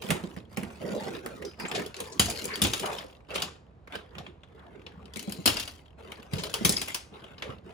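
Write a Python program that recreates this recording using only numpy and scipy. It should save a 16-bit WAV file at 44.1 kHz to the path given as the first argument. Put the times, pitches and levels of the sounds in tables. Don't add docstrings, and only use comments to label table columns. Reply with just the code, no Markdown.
import sys
import numpy as np
from scipy import signal
from scipy.fft import rfft, irfft, next_fast_len
from scipy.io import wavfile
from scipy.ndimage import uniform_filter1d, map_coordinates

SR = 44100
rng = np.random.default_rng(int(sys.argv[2]) if len(sys.argv) > 2 else 0)


def unload_wav(signal):
    wavfile.write(
        sys.argv[1],
        SR,
        np.round(np.clip(np.atleast_2d(signal).T, -1, 1) * 32767).astype(np.int16),
    )


N = 340893


def amp(db):
    return 10 ** (np.asarray(db) / 20)


def unit(x):
    return x / np.sqrt(np.mean(x ** 2) + 1e-20)


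def burst(x, size=256):
    return x / np.sqrt(uniform_filter1d(np.mean(x ** 2, 0), size).max() + 1e-20)


def along(points, hz):
    f, v = np.transpose(points)
    return np.interp(np.log(hz + 1), np.log(f), v)


def filtered(x, response):
    m = next_fast_len(N + 8192)
    return irfft(rfft(x, m) * response(np.fft.rfftfreq(m, 1 / SR)), m)[..., :N]


def band(x, lo_hz, hi_hz, order=2):
    sos = signal.butter(order, [lo_hz, min(hi_hz, SR / 2 - 1)], "band", fs=SR, output="sos")
    return signal.sosfilt(sos, x)


def fade(t, t60):
    return np.exp(-np.log(1000) * t / t60)


def wobble(rate):
    knots = rng.standard_normal(int(N * rate / SR) + 4)
    return map_coordinates(knots, [np.arange(N) * rate / SR], order=1)


def noise(spectrum):
    return unit(filtered(rng.standard_normal((2, N)), lambda hz: amp(along(spectrum, hz))))


def add(track, s, x):
    start = max(round(s * SR), 0)
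    track[:, start:start + x.shape[1]] += x[:, :N - start]


# f/Hz, left-right correlation (1 is mono)
CORRELATION = [(100, 0.93), (250, 0.82), (600, 0.39), (1500, 0.076), (3500, 0.46), (7000, 0.49), (11000, 1)]
def stereo(pair):
    turn = lambda hz: np.arccos(np.clip(along(CORRELATION, hz), 0, 1)) / 2
    mid, side = filtered(pair, lambda hz: np.array([np.cos(turn(hz)), np.sin(turn(hz))]))
    return np.array([mid + side, mid - side])


# t/s, left over right/dB
PAN_PATH = [(0, -3), (2.0, 0.5), (2.2, 1.5), (2.8, 2), (3.3, -0.5), (4.3, -2), (5.098, 4), (6.9, 1.5),
            (7.299, 1)]
def panned(x, spread=1):
    balance_db = spread * np.interp(np.arange(N) / SR, *np.transpose(PAN_PATH))
    return x * amp(np.array([balance_db, -balance_db]) / 2)


def time_panned(x, lead_s_per_db=0.00005):
    t = np.arange(N) / SR
    lead = lead_s_per_db * np.interp(t, *np.transpose(PAN_PATH))
    return np.array([np.interp(t + lead / 2, t, x[0]), np.interp(t - lead / 2, t, x[1])])


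# f/Hz, level/dB
ROOM_TONE_EQ = [(22, -35.5), (45, -4.5), (75, 7), (110, -2), (160, -2.5), (300, -11.5), (500, -10.5),
                (1000, -18), (2000, -30), (4000, -38), (16000, -71.5)]
def room_tone(level_db=-51.5):
    return amp(level_db) * stereo(noise(ROOM_TONE_EQ))


# f/Hz, t60/s
ROOM_DECAY = [(60, 1), (170, 0.3), (450, 0.83), (1200, 0.56), (3000, 0.32), (8000, 0.33), (15000, 0.092)]
def reverb(x, size, tail_db, near_db, near_t60):
    hz, t, spectra = signal.stft(x, SR, nperseg=size)
    t = t[t < 0.9]
    share = lambda decay: (t > 0) * decay ** 2 / np.sum(decay ** 2, -1, keepdims=True)
    walls = amp(tail_db) ** 2 * share(fade(t, along(ROOM_DECAY, hz)[:, None]))
    toys = amp(near_db) ** 2 * share(fade(t, near_t60))
    power = np.mean(np.abs(spectra) ** 2, 0)
    energy = signal.fftconvolve(power, walls + toys, axes=1)[:, :spectra.shape[2]]
    hiss = signal.stft(rng.standard_normal((2, N)), nperseg=size)[2]
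    wash = hiss / np.std(hiss) * np.sqrt(np.abs(energy))
    return stereo(signal.istft(wash, nperseg=size)[1][:, :N])


def surge(s, length, sag_db_per_s, release_t60, attack_s=0.044):
    t = np.maximum(np.arange(N) / SR - s, 0)
    release = fade(np.maximum(t - length, 0), release_t60)
    return np.minimum(t / attack_s, 1) * amp(-sag_db_per_s * t) * release


# t/s, length/s, rumble level/dB, scrape level/dB, rattle level/dB
SHOVES = [(0.0, 0.16, -41, -44, -47), (0.202, 0.16, -59, -58.5, -59.5), (0.49, 0.6, -53.5, -53, -59),
          (0.791, 0.38, -40, -46, -51), (1.207, 0.28, -45.5, -52.5, -59),
          (1.571, 0.16, -44.5, -44.5, -52.5), (1.711, 0.099, -35, -39, -46), (1.94, 0.21, -45, -52.5, -54),
          (2.25, 0.51, -43.5, -48, -69), (2.77, 0.17, -40, -61, -48), (3.279, 0.16, -42.5, -42.5, -56),
          (3.894, 0.067, -48.5, -42, -63.5), (4.095, 0.17, -49, -57, -75), (4.47, 0.71, -57, -61, -78),
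          (5.186, .22, -49.5, -62.5, -54.5), (5.967, 0.29, -51, -53, -66), (6.302, 0.39, -41.5, -48, -48),
          (7.099, 0.22, -49.5, -53, -72), (7.361, 0.16, -47.5, -50, -65.5),
          (7.626, 0.17, -51.5, -57.5, -71)]
def motion(settle_db=-37):
    power = np.zeros((3, N))
    for s, length, *levels in SHOVES:
        power += (amp(levels)[:, None] * surge(s, length, sag_db_per_s=0.5, release_t60=0.3)) ** 2
    for s, *_, settling in CRASHES:
        power[2] += (amp(settle_db) * surge(s, settling, sag_db_per_s=28, release_t60=0.46)) ** 2
    return 10 * np.log10(power + 1e-12)


def grit(rate, scatter_db, t60):
    sizes = amp(scatter_db * np.clip(rng.standard_normal(N), -2, 1.8))
    impacts = sizes * (rng.random(N) < rate / SR)
    return unit(np.sqrt(signal.lfilter([1], [1, -fade(1 / SR, t60) ** 2], impacts ** 2)))


# f/Hz, level/dB
RUMBLE_EQ = [(50, -28), (90, -10.5), (140, -4.5), (200, 1), (290, -6), (430, 1), (650, -11), (1200, -42),
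             (3000, -55)]
SCRAPE_EQ = [(300, -28.5), (650, -3.5), (1200, -3), (2000, -11.5), (3200, -15.5), (7000, -44)]
RATTLE_EQ = [(1200, -15), (2400, -1.5), (3200, -3), (5000, -4.5), (7000, -11.5), (8500, -16), (11000, -15),
             (16000, -13)]
def rolling(rumble_db, scrape_db, rattle_db, lift_db=1, ripple_db=5.5):
    jerk = wobble(rate=40)
    bumps = grit(rate=420, scatter_db=4.5, t60=0.03)
    sound = amp(rumble_db + lift_db + 2 * jerk) * noise(RUMBLE_EQ)
    sound += amp(scrape_db + lift_db + 0.93 * jerk) * np.sqrt(bumps) * noise(SCRAPE_EQ)
    sound += amp(rattle_db) * bumps * noise(RATTLE_EQ)
    spectra = signal.stft(sound, nperseg=512)[2]
    peaks = uniform_filter1d(rng.standard_normal(spectra.shape[1:]), size=2, axis=0)
    resonances = unit(uniform_filter1d(peaks, size=10, axis=1))
    return stereo(signal.istft(spectra * amp(ripple_db * resonances), nperseg=512)[1][:, :N])


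# t/s, length/s, f/Hz, bandwidth/Hz, level/dB
RUBS = [(0.807, 0.17, 490, 166, -33), (0.881, 0.11, 204, 24.7, -32.5), (0.969, 0.054, 3560, 500, -47.5),
        (1.069, 0.11, 378, 159, -34), (1.144, 0.016, 3740, 400, -44), (1.446, 0.06, 4980, 220, -48),
        (1.589, 0.047, 4930, 400, -41), (1.68, 0.0098, 7460, 350, -40), (1.747, 0.026, 2780, 2830, -27.5),
        (2.121, 0.018, 5200, 2470, -42), (2.5, 0.059, 1880, 920, -32.5), (2.532, 0.025, 4670, 400, -33.5),
        (2.83, 0.1, 800, 686, -28), (3.341, 0.025, 3200, 4000, -36), (4.117, 0.14, 1160, 915, -57),
        (4.574, 0.087, 1200, 675, -53), (5.159, 0.31, 4050, 246, -52), (5.164, 0.024, 2200, 263, -39.5),
        (6.382, 0.034, 3400, 3800, -36), (6.764, 0.005, 5000, 250, -22.5), (6.886, 0.022, 2090, 200, -37.5),
        (7.132, 0.036, 3730, 380, -54.5)]
def rubs(trim_db=-1, attack_s=0.0032):
    track, t = np.zeros((2, N)), np.arange(SR // 2) / SR
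    for s, length, hz, width, db in RUBS:
        stroke = np.minimum(t / attack_s, 1) * np.exp(-(t / length) ** 4)
        friction = rng.standard_normal((2, len(t))) * stroke
        edge = np.exp(width / hz / 2)
        add(track, s, amp(db + trim_db) * burst(band(friction, hz / edge, hz * edge), size=900))
    return stereo(track)


# t/s, level/dB, f/Hz
WHEEL_DROPS = [(0.042, -32, 203), (0.097, -21.5, 175), (0.115, -20, 172), (0.237, -23.5, 199),
               (0.369, -29, 187), (0.578, -22.5, 205), (0.627, -25, 210), (1.261, -30.5, 460),
               (1.639, -28.5, 195), (2.001, -29, 488), (2.451, -30, 425), (2.647, -23.5, 280),
               (3.044, -33.5, 494), (3.353, -28, 403), (3.42, -33, 165), (3.951, -34, 480),
               (5.163, -29, 212), (5.277, -24.5, 198), (5.387, -31.5, 166), (6.333, -19.5, 138),
               (6.39, -29.5, 174), (6.61, -21, 217), (6.818, -34, 276), (7.491, -30, 127.4)]
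def wheel_drops(boom_db=-16.5):
    return [(s, db, hz, db + boom_db) for s, db, hz in WHEEL_DROPS]


def thumps(blows, tone_db=-4, knock_db=-10, boom_db=-7):
    track, t = np.zeros((2, N)), np.arange(SR // 3) / SR
    for s, db, hz, deep_db in blows:
        knock_noise, boom_noise = rng.standard_normal((2, 2, len(t)))
        swing = np.array([np.sin(2 * np.pi * hz * t), np.cos(2 * np.pi * hz * t)])
        tone = amp(tone_db) * burst(swing * fade(t, t60=0.065) * (1 - np.exp(-t / 0.003)))
        knock = amp(knock_db) * burst(band(knock_noise * fade(t, t60=0.13), 150, 500))
        boom = amp(boom_db) * burst(band(boom_noise * fade(t, t60=0.23), 56, 120, order=3))
        add(track, s, amp(db) * (tone + knock) + amp(deep_db) * boom)
    return stereo(track)


# f/Hz, level/dB
BODY_MODES = [(1755, -3), (2200, 2.5), (2500, -3.5), (2825, 5), (3175, 6), (3660, 0.5), (4030, -0.5),
              (4600, -1), (5180, 6.5), (5830, -2.5), (6400, 1.5), (7190, -5.5), (8300, -3.5), (9500, -8),
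              (10500, -9.5), (11400, -8), (14600, -2), (15400, -3)]
def body_ring(t, detune=0.052, scatter_db=3.8):
    hz, level = np.transpose(BODY_MODES)[:, :, None]
    shift, strength = rng.standard_normal((2, len(BODY_MODES), 1))
    modes = amp(level + scatter_db * strength) * np.sin(2 * np.pi * hz * (1 + detune * shift) * t)
    return np.sum(modes, 0) * fade(t, t60=0.016)


def clicks(contacts, ring_db=-2, shell_db=-3, tick_db=-5, clack_db=-6, grain_db=3, early_s=0.0008):
    track, send = np.zeros((2, 2, N))
    t = np.arange(SR // 10) / SR
    for s, db, pitch, bright_db in contacts:
        body = body_ring(t)
        stretch = amp(0.17 * (db + 45))
        grain = amp(grain_db * np.interp(t, np.linspace(0, t[-1], 160), rng.standard_normal(160)))
        rough = rng.standard_normal((2, len(t))) * grain * (1 - np.exp(-t / 0.0012))
        neighbours = amp(-24 + 0.51 * (db + 23)) * fade(t, t60=0.067)
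        chatter = rough * (fade(t, t60=0.016 * stretch) + neighbours)
        ring = signal.fftconvolve(chatter, body[None], axes=1)[:, :len(t)]
        metal = burst(chatter) + amp(ring_db) * burst(ring)
        edge = max(1.36 * stretch ** 0.35, 1.1)
        shell = amp(db + shell_db) * burst(band(metal, pitch / edge, pitch * edge, order=3))
        tick = amp(bright_db + tick_db) * burst(band(metal, 5600, 16500, order=4))
        chassis_db = db - 12 * np.log2(pitch / 2625)
        plastic = band(rough * fade(t, t60=0.045 * stretch), 270, 2000)
        hit = shell + tick + amp(chassis_db + clack_db) * burst(plastic)
        add(track, s - early_s, hit)
        add(send, s - early_s, amp(0.29 * min(db + 27.5, 0)) * hit)
    return panned(stereo(track)), stereo(send)


def jostles(rattle_db, count=170, centre_hz=2840, tick_db=-13.5):
    at = rng.integers(N, size=count)
    softness, shift = rng.standard_normal((count, 2)).T
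    db = -19 + 0.45 * rattle_db[at] - 0.5 * softness
    return list(zip(at / SR, db, centre_hz * np.exp(0.2 * shift), db + tick_db))


# t/s, level/dB, f/Hz, tick level/dB
NUDGES = [(0.0209, -34, 2620, -39), (0.088, -34, 2720, -37), (0.1045, -19.5, 2180, -20),
          (0.2382, -39, 3040, -46), (0.3641, -44, 1770, -49), (0.5718, -31, 1910, -29.5),
          (0.632, -36, 1920, -38), (1.261, -37.5, 1440, -32), (1.4221, -39.5, 1850, -47),
          (1.4508, -34.5, 4750, -43), (1.599, -35, 1870, -34), (1.6514, -29.5, 1950, -54),
          (1.7143, -26.5, 2360, -37), (1.7947, -34.5, 2270, -40), (1.8625, -34, 5040, -36),
          (1.943, -33, 3060, -44), (1.9659, -34, 4600, -42), (2.003, -30.5, 2640, -27.5),
          (2.2573, -25, 4400, -27.5), (2.2994, -30.5, 2660, -22), (2.4422, -48, 4640, -27.5),
          (2.4534, -39, 3840, -25.5), (2.5562, -26.5, 4450, -30.5), (2.6479, -17.5, 3250, -47),
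          (2.7347, -20, 3130, -24), (2.796, -28, 3850, -30), (2.858, -33.5, 2700, -31),
          (2.9841, -29.5, 3170, -55), (3.3046, -34.5, 2550, -48), (3.3517, -31.5, 3300, -42),
          (3.3571, -22, 2850, -30.5), (3.3794, -26, 2820, -53.5), (3.3997, -35.5, 2640, -39),
          (3.4206, -20.5, 3900, -27.5), (3.8744, -44.5, 1700, -54), (3.923, -34.5, 2540, -51),
          (3.9538, -30, 2900, -42), (4.152, -38.5, 2360, -58), (4.1831, -32.5, 3010, -46),
          (4.2642, -37, 2380, -68), (4.434, -43.5, 2680, -71), (4.8648, -35.5, 2970, -58),
          (5.056, -45.5, 3540, -55), (5.1368, -37.5, 3650, -44), (5.1595, -32, 3320, -35),
          (5.1704, -54, 2270, -32), (5.1931, -30, 4600, -32), (5.227, -43.5, 2290, -36),
          (5.2957, -42.5, 3540, -34.5), (5.3212, -33.5, 3330, -30), (5.5681, -25, 3330, -31),
          (5.598, -21.5, 5100, -26), (5.677, -32, 3260, -36), (6.1186, -34, 2580, -42),
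          (6.2286, -44, 2550, -49), (6.3345, -30.5, 2680, -33), (6.3829, -34, 3130, -41),
          (6.4358, -27, 2900, -32), (6.5398, -19.5, 3020, -21.5), (6.767, -29, 4750, -33),
          (6.8153, -25, 3050, -24.5), (6.8819, -32, 2304, -30.5), (6.9454, -24, 3050, -21.5),
          (7.2412, -40, 2630, -54), (7.3818, -39, 3250, -64.5), (7.4224, -26, 2840, -42)]
def nudges():
    return list(NUDGES)


# t/s, level/dB, f/Hz, tail delay/s, tail over nose/dB, board f/Hz, boom level/dB, settling/s
CRASHES = [(2.1955, -12, 3320, 0.022, -12.5, 200, -18.5, 0.39),
           (2.6181, -14, 4400, 0.019, -4.5, 201, -21.5, 0.37),
           (5.458, -13, 3035, .0174, -2.5, 252, -29, 0.18),
           (6.649, -9.5, 4600, 0.044, -5, 174, -24.5, 0.25)]
def crash_contacts(tail_hits=3, flight_s=0.028, shrink=0.27, loss_db=12):
    contacts = []
    for s, db, pitch, tail_s, tail_db, *_ in CRASHES:
        contacts.append((s, db, pitch, db))
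        s, db = s + tail_s, db + tail_db
        for k, (jitter, shift) in enumerate(rng.standard_normal((tail_hits, 2))):
            contacts.append((s, db, pitch * np.exp(0.36 * shift), db))
            s += flight_s * shrink ** k * np.exp(0.089 * jitter)
            db -= loss_db
    return contacts


def crash_blows(wood_db=-5.5):
    blows = []
    for s, db, _, tail_s, tail_db, hz, boom_db, _ in CRASHES:
        blows.append((s, db + wood_db, hz, boom_db))
        blows.append((s + tail_s, db + tail_db + wood_db, hz, boom_db + tail_db))
    return blows


def scene():
    rumble_db, scrape_db, rattle_db = motion()
    metal, metal_send = clicks(nudges() + crash_contacts() + jostles(rattle_db))
    tabletop = panned(time_panned(thumps(wheel_drops() + crash_blows()) + rubs()))
    ambience = reverb(metal_send, size=128, tail_db=-6.5, near_db=-4.5, near_t60=0.12)
    ambience += reverb(tabletop, size=1024, tail_db=-5.5, near_db=-13, near_t60=0.1)
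    bed = panned(rolling(rumble_db, scrape_db, rattle_db), spread=0.8)
    return room_tone() + ambience + bed + tabletop + metal


# f/Hz, level/dB
MIC_EQ = [(22, -15.5), (45, -3), (6000, -3.5), (7200, 2), (8200, 3), (10000, 1.5), (12000, -4), (13400, -7),
          (15300, -1.5), (16200, -25.5)]
# f/Hz, left over right/dB
MIC_BALANCE = [(60, -2), (200, -3.5), (380, -4.5), (700, 0), (1300, -1.5), (2500, 2), (4400, 4.5),
               (8000, -1), (15000, -0.5)]
# f/Hz, left lead/rad
MIC_PHASE = [(50, .05), (300, .5), (900, .9), (1500, .6), (3300, 1.2), (6000, .3), (7200, -1.2), (8100, -3),
             (11000, -6.2), (13300, -8.9), (16000, -12)]
def record(dry, top_hz=16500):
    sides = np.array([[0.5], [-0.5]])
    gain = lambda hz: amp(along(MIC_EQ, hz) + sides * along(MIC_BALANCE, hz))
    phase = lambda hz: np.exp(1j * sides * along(MIC_PHASE, hz))
    return filtered(dry, lambda hz: gain(hz) * phase(hz) * (hz < top_hz))


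dry = scene()
out = record(dry)
unload_wav(out)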